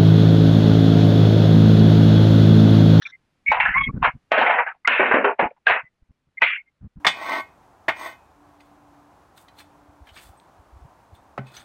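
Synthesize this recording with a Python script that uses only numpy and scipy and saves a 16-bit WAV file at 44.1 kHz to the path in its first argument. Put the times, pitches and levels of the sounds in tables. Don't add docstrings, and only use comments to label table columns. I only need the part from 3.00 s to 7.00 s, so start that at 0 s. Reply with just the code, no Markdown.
import sys
import numpy as np
from scipy import signal
from scipy.fft import rfft, irfft
from scipy.io import wavfile
from scipy.ndimage import uniform_filter1d, minimum_filter1d

SR = 44100
rng = np.random.default_rng(int(sys.argv[2]) if len(sys.argv) > 2 else 0)


def inscribe(sig):
    pcm = np.round(np.clip(np.atleast_2d(sig).T, -1, 1) * 32767)
    wavfile.write(sys.argv[1], SR, pcm.astype(np.int16))


N = 176400
TIME = np.arange(N) / SR


def from_db(db):
    return 10 ** (np.asarray(db) / 20)


def unit_rms(x):
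    return x / np.sqrt(np.mean(x ** 2) + 1e-20)


def at_hz(points, hz):
    points_hz, db = np.transpose(points)
    return np.interp(np.log(hz + 1), np.log(points_hz), db)


def bins_hz(size):
    return np.arange(size // 2 + 1) * SR / size


def coloured(x, curve_db):
    cepstrum = irfft(np.log(unit_rms(from_db(curve_db))))
    cepstrum[1:len(x) // 2] *= 2
    cepstrum[len(x) // 2 + 1:] = 0
    return irfft(rfft(x) * np.exp(rfft(cepstrum)))


def drift(rate_hz):
    return unit_rms(irfft(rfft(rng.standard_normal(N)) / (1 + (bins_hz(N) / rate_hz) ** 2) ** 2))


def add(out, start_s, x):
    i = int(start_s * SR)
    out[i:i + len(x)] += x[:N - i]


def swell(start_s, length_s):
    return np.sin(np.pi * np.clip((TIME - start_s) / length_s, 0, 1)).clip(0) ** 0.63


def resonance_db(hz, centre_hz, width_hz, lift_db):
    return lift_db / (1 + (2 * (hz - centre_hz) / width_hz) ** 2)


# (frequency [Hz], relative density [dB])
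AIR_SPECTRUM = [(120, -3.5), (260, -7), (400, -13.5), (2000, -18), (4000, -25.5), (14000, -40.5)]
# (time [s], level [dB])
AIR_ENVELOPE = [(1.3, -70.5), (1.8, -76.5)]


def room_air():
    level_db = np.interp(TIME, *np.transpose(AIR_ENVELOPE))
    return from_db(level_db) * coloured(rng.standard_normal(N), at_hz(AIR_SPECTRUM, bins_hz(N)))


# (frequency [Hz], relative density [dB])
THUD_SPECTRUM = [(20, -10.5), (44, 1.5), (62, -4.5), (170, -3.5), (260, -8.5), (350, -20), (1500, -27.5),
                 (9000, -92)]
# (time [s], length [s], level [dB])
HANDLING_THUDS = [(0.488, 0.027, -31.5), (0.515, 0.2, -45.5), (0.68, 0.048, -34.5), (0.741, 0.12, -35.5),
                  (0.864, 0.054, -26.5), (0.924, 0.046, -27.5), (0.963, 0.021, -23), (0.981, 0.069, -29.5),
                  (1.066, 0.037, -35.5), (1.135, 0.046, -38.5), (2.445, 0.024, -42.5),
                  (2.691, 0.033, -44.5), (2.828, 0.024, -50), (3.018, 0.02, -49), (3.09, 0.038, -47.5),
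                  (3.269, 0.03, -50.5), (3.807, 0.074, -36.5), (3.958, 0.041, -39.5)]


def handling_thuds():
    force = sum(from_db(db) * swell(start_s, length_s) for start_s, length_s, db in HANDLING_THUDS)
    return force * coloured(rng.standard_normal(N), at_hz(THUD_SPECTRUM, bins_hz(N)))


# (frequency [Hz], relative density [dB])
RUB_SPECTRUM = [(400, -18), (1600, 5), (2800, -12), (3600, 1), (4700, -22.5), (5700, -15), (6800, -29),
                (8000, -45)]
# (time [s], length [s], level [dB])
FINGER_RUBS = [(0.01, 0.11, -37), (0.451, 0.098, -45)]


def finger_rubs(grain_db=3.5):
    force = sum(from_db(db) * swell(start_s, length_s) for start_s, length_s, db in FINGER_RUBS)
    force *= from_db(grain_db * drift(rate_hz=80))
    return coloured(force * rng.standard_normal(N), at_hz(RUB_SPECTRUM, bins_hz(N)))


# (frequency [Hz], relative density [dB])
PLASTIC_SPECTRUM = [(30, -31.5), (100, -31.5), (200, -16.5), (330, -19), (500, -5), (700, -0.5), (1000, 0),
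                    (1200, -3), (1500, -0.5), (2200, -2.5), (2700, -4), (3200, -15), (4000, -26.5),
                    (5000, -44), (7000, -52.5), (9000, -75.5)]
# (time [s], ring [Hz], level [dB])
SETTLING_TAPS = [(1.711, 1335, -34), (1.742, 804, -37.5), (1.846, 1240, -30.5), (2.503, 563, -35.5),
                 (2.563, 882, -43.5)]


def settling_taps(rise_s=0.006, ring_db=21, size=8192):
    out, t, hz = np.zeros(N), np.arange(size) / SR, bins_hz(size)
    for start_s, ring_hz, db in SETTLING_TAPS:
        touch = rng.standard_normal(size) * (t / rise_s) * np.exp(1 - t / rise_s)
        colour_db = at_hz(PLASTIC_SPECTRUM, hz) + resonance_db(hz, ring_hz, ring_hz / 2, ring_db)
        add(out, start_s, from_db(db) * coloured(touch, colour_db))
    return out


# (frequency [Hz], relative density [dB])
TICK_SPECTRUM = [(1500, -28), (3800, 9.5), (7000, -1), (9000, -22), (14000, -30)]
# (time [s], level [dB])
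CATCH_TICKS = [(.521, -36.5), (1.037, -49.5), (1.32, -34.5), (1.875, -19.5), (2.244, -48), (2.675, -42),
               (3.419, -37.5)]


def catch_ticks(decay_s=0.0022, size=4096):
    out, t = np.zeros(N), np.arange(size) / SR
    for start_s, db in CATCH_TICKS:
        burst = rng.standard_normal(size) * np.exp(-t / decay_s)
        add(out, start_s, from_db(db) * coloured(burst, at_hz(TICK_SPECTRUM, bins_hz(size))))
    return out


def stick_slip(wander=0.0033, flutter_db=1.0, rasp_depth=0.29, rasp_hz=454):
    pitch_ratio = 1 + wander * drift(rate_hz=120)
    flutter = from_db(flutter_db * drift(rate_hz=220))
    rasp = 1 + rasp_depth * (drift(rasp_hz) + 1j * drift(rasp_hz))
    return pitch_ratio, np.sqrt(2) * flutter * np.abs(rasp), np.angle(rasp)


# (time [s], length [s], pitch [Hz], level [dB])
RASPY_SQUEAKS = [(0.017, 0.021, 3440, -45), (0.052, 0.021, 2370, -29.5), (0.117, 0.05, 2070, -41),
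                 (0.147, 0.0081, 2020, -50), (0.462, 0.028, 2215, -21), (0.476, 0.048, 2250, -17.5),
                 (1.85, .011, 2090, -22), (2.84, 0.052, 2012, -45), (3.372, 0.02, 2104, -30.5),
                 (3.555, 0.067, 2178, -41.5), (3.657, 0.046, 2122, -51)]


def raspy_squeaks(pitch_ratio, amplitude, slip_rad):
    out = np.zeros(N)
    rad_per_hz = 2 * np.pi * np.cumsum(pitch_ratio) / SR
    for start_s, length_s, hz, db in RASPY_SQUEAKS:
        out += from_db(db) * swell(start_s, length_s) * np.sin(hz * rad_per_hz + slip_rad)
    return amplitude * out


# (time [s], pitch [Hz], fundamental [dB], 2nd harmonic [dB], 3rd harmonic [dB])
HINGE_SQUEAL = [(0.739, 1018, -52, -21, -78.5), (0.763, 1057, -16.5, -21, -88),
                (0.783, 1110, -25.5, -16, -44.5), (0.8, 1095, -33, -27.5, -54),
                (0.816, 1110, -20, -18, -37.5), (0.831, 1079, -37, -33.5, -43),
                (0.841, 1096, -57, -18.5, -28), (.856, 1089, -36.5, -34, -38.5),
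                (.877, 1080, -62, -25, -67.5), (0.894, 1116, -30.5, -47, -103),
                (0.912, 1120, -42, -49, -82)]


def hinge_squeal(pitch_ratio, amplitude, slip_rad, fade_s=0.004):
    out = np.zeros(N)
    times_s, hz, *harmonics_db = np.transpose(HINGE_SQUEAL)
    phase = 2 * np.pi * np.cumsum(np.interp(TIME, times_s, hz) * pitch_ratio) / SR
    gate = np.clip(np.minimum(TIME - times_s[0], times_s[-1] - TIME) / fade_s, 0, 1)
    for k, db in enumerate(harmonics_db, 1):
        out += from_db(np.interp(TIME, times_s, db)) * np.sin(k * phase + slip_rad)
    return gate * amplitude * out


def panel_modes_db(t, ring_s=0.016, ripple_db=2.5):
    response = rng.standard_normal(len(t)) * np.exp(-t / ring_s)
    return ripple_db * unit_rms(rfft(response).real)


def clatter(t, length_s, colour_db, contacts_per_s=350, contact_share=0.28):
    attack_s, sag_db, release_t60_s = 0.00085, 11.5, 0.13
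    dulling_s, dull_hz = 0.14, 4270
    size = len(t)
    hits = rng.random(size) < contacts_per_s / SR
    contacts = unit_rms(hits * rng.choice([-1, 1], size) * rng.uniform(0.32, 1, size))
    chatter = np.sqrt(contact_share) * contacts + np.sqrt(1 - contact_share) * rng.standard_normal(size)
    fall_db = -sag_db * np.minimum(t / length_s, 1) - 60 * np.maximum(t - length_s, 0) / release_t60_s
    chatter *= from_db(fall_db) * (1 - np.exp(-t / attack_s))
    bright = np.exp(-t / dulling_s)
    dull_db = colour_db - 10 * np.log10(1 + (bins_hz(size) / dull_hz) ** 8)
    return coloured(chatter * bright, colour_db) + coloured(chatter * (1 - bright), dull_db)


def impact(t, ring_hz, colour_db, contact_s=0.004, ring_weight=1.4):
    contact = np.exp(-t / contact_s)
    crack = unit_rms(coloured(rng.standard_normal(len(t)) * contact, colour_db))
    ring = unit_rms(np.sin(2 * np.pi * ring_hz * t) * contact * (1 - contact))
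    return unit_rms(crack + ring_weight * ring) * np.sqrt(np.mean(contact ** 2))


# (centre [Hz], width [Hz], lift [dB])
HOUSING_MODES = [(252, 77, 8.5), (382, 51, 5), (480, 92, 3), (843, 21, -4), (1467, 48, 3), (1880, 60, 2),
                 (2214, 240, 3)]


def knocks(table, onset_swell_s=0.0047, onset_swell_db=-10, size=24576):
    bass_hz, mid_hz, body_hz, treble_hz = 314, 760, 2050, 3700
    strike_db, impact_gain = 4.5, 1.64
    out, t, hz = np.zeros(N), np.arange(size) / SR, bins_hz(size)
    centre_s = size / SR / 2
    housing_db = at_hz(PLASTIC_SPECTRUM, hz) + sum(resonance_db(hz, *mode) for mode in HOUSING_MODES)
    for start_s, db, length_s, impact_db, bass_db, mid_db, treble_db, ring_hz, ring_db in table:
        tone = [(bass_hz / 2, min(bass_db, 0)), (bass_hz, bass_db), (mid_hz, mid_db),
                (body_hz, 0), (treble_hz, treble_db)]
        colour_db = housing_db + at_hz(tone, hz) + panel_modes_db(t)
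        colour_db += resonance_db(hz, ring_hz, 0.2 * ring_hz, ring_db)
        strike = clatter(t, length_s, colour_db)
        strike += impact_gain * from_db(impact_db) * impact(t, ring_hz, colour_db)
        onset_swell = rng.standard_normal(size) * np.exp(-np.abs(t - centre_s) / onset_swell_s)
        add(out, start_s - centre_s, from_db(db + onset_swell_db) * coloured(onset_swell, colour_db))
        add(out, start_s, from_db(db + strike_db) * strike)
    return out


# (time [s], base level [dB], clatter length [s], impact trim [dB],
# bass [dB], mid [dB], treble [dB], ring [Hz], ring lift [dB])
COVER_HITS = [ (0.517, -19.5, 0.074, 5.5, -5.5, 11, 8, 874, -0.5),
              (0.600, -17, 0.051, -2.5, -25.5, -11, -6.5, 862, 4.5),
              (0.652, -22, 0.13, -13, -31, -3.5, -4, 1725, 8),
              (1.026, -16, 0.044, -25.5, -56, 9, 0, 1096, 6.5),
              (1.045, -16.5, 0.04, -1.5, -18, 0, -2.5, 1093, 4),
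              (1.3175, -19.5, 0.23, 5.5, 0.5, 5.5, 3, 650, 0),
              (1.378, -21.5, 0.096, -1, 10, 0.5, 8, 1720, 3), (1.414, -25, 0.19, 4.5, -6, 9, 7, 880, 3.5),
              (1.463, -20, 0.14, -11.5, -4, 8.5, -3.5, 2030, 8.5),
              (1.496, -22.5, 0.14, 4, -9.5, 2.5, -8, 650, 2.5),
              (1.586, -15.5, 0.032, -4.5, -14.5, 6.5, -10, 1415, 3.5),
              (1.664, -27.5, 0.052, -7, -7, 2, -3, 1640, 6.5)]


def front_cover():
    return knocks(COVER_HITS)


DRAWER_HITS = [ (1.875, -21.5, 0.29, 10.5, -5, -6, 1.5, 1399, 2.8),
               (1.915, -25, 0.18, -5.5, -17.5, -16.5, 13, 2555, 15),
               (1.995, -17, 0.092, -6, 6, 3.5, -14, 361, 13),
               (2.111, -17.5, 0.077, -6, -6.5, 1, -16, 410, 4.3),
               (2.140, -18.5, 0.1, -3, 19, 4, -3.5, 249, 3.8),
               (2.243, -16.5, 0.074, -6.5, 11, 9, -4, 407, 7.4),
               (2.392, -17.5, 0.069, -27, 9.5, 6.5, 0, 860, 5.6),
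               (2.424, -22.5, 0.034, -8, 18, -1.5, -15, 199.6, 19),
               (2.668, -19.5, 0.099, 9, -3.5, 3.5, 9.5, 1632, 7.9),
               (2.695, -19.5, 0.1, -2.5, -9, 0, -7, 716, 3.45),
               (3.419, -16.5, 0.027, 2, -4.5, 4, 6, 1935, 3.4),
               (3.430, -20, 0.13, 2, -26, -16.5, 4, 2440, 5.6)]


def toner_drawer():
    return knocks(DRAWER_HITS)


def scene():
    impacts = front_cover() + toner_drawer() + settling_taps() + catch_ticks()
    friction = stick_slip()
    squeaks = raspy_squeaks(*friction) + hinge_squeal(*friction)
    return (impacts + squeaks + finger_rubs() + handling_thuds())[None]


# (frequency [Hz], density [dB/Hz])
SUPPRESSOR_THRESHOLD = [(100, -85.5), (400, -70), (1000, -69.5), (2200, -79.5), (3500, -82.5), (5000, -99),
                        (14000, -114)]


def noise_suppressor(x, slope=3, floor_db=-16.5):
    framing = dict(fs=SR, nperseg=512, noverlap=384, scaling="psd")
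    hz, _, spectra = signal.stft(x, **framing)
    power = uniform_filter1d(2 * np.abs(spectra) ** 2, size=5, axis=-2)
    power = uniform_filter1d(power, size=3, axis=-1).clip(0)
    threshold = from_db(at_hz(SUPPRESSOR_THRESHOLD, hz))[:, None] ** 2
    gain = np.maximum((power / (power + threshold)) ** slope, from_db(floor_db))
    return signal.istft(spectra * gain, **framing)[1][..., :N]


def record(dry):
    ceiling, cutoff_hz = 0.72, 14000
    x = noise_suppressor(dry) + room_air()
    needed_gain = np.minimum(1, ceiling / (np.abs(x) + 1e-9))
    held_gain = minimum_filter1d(needed_gain, size=161)
    smooth_gain = uniform_filter1d(uniform_filter1d(held_gain, size=81), size=81)
    return signal.sosfilt(signal.cheby2(12, 70, cutoff_hz, fs=SR, output="sos"), x * smooth_gain)


dry = scene()
out = record(dry)
inscribe(out)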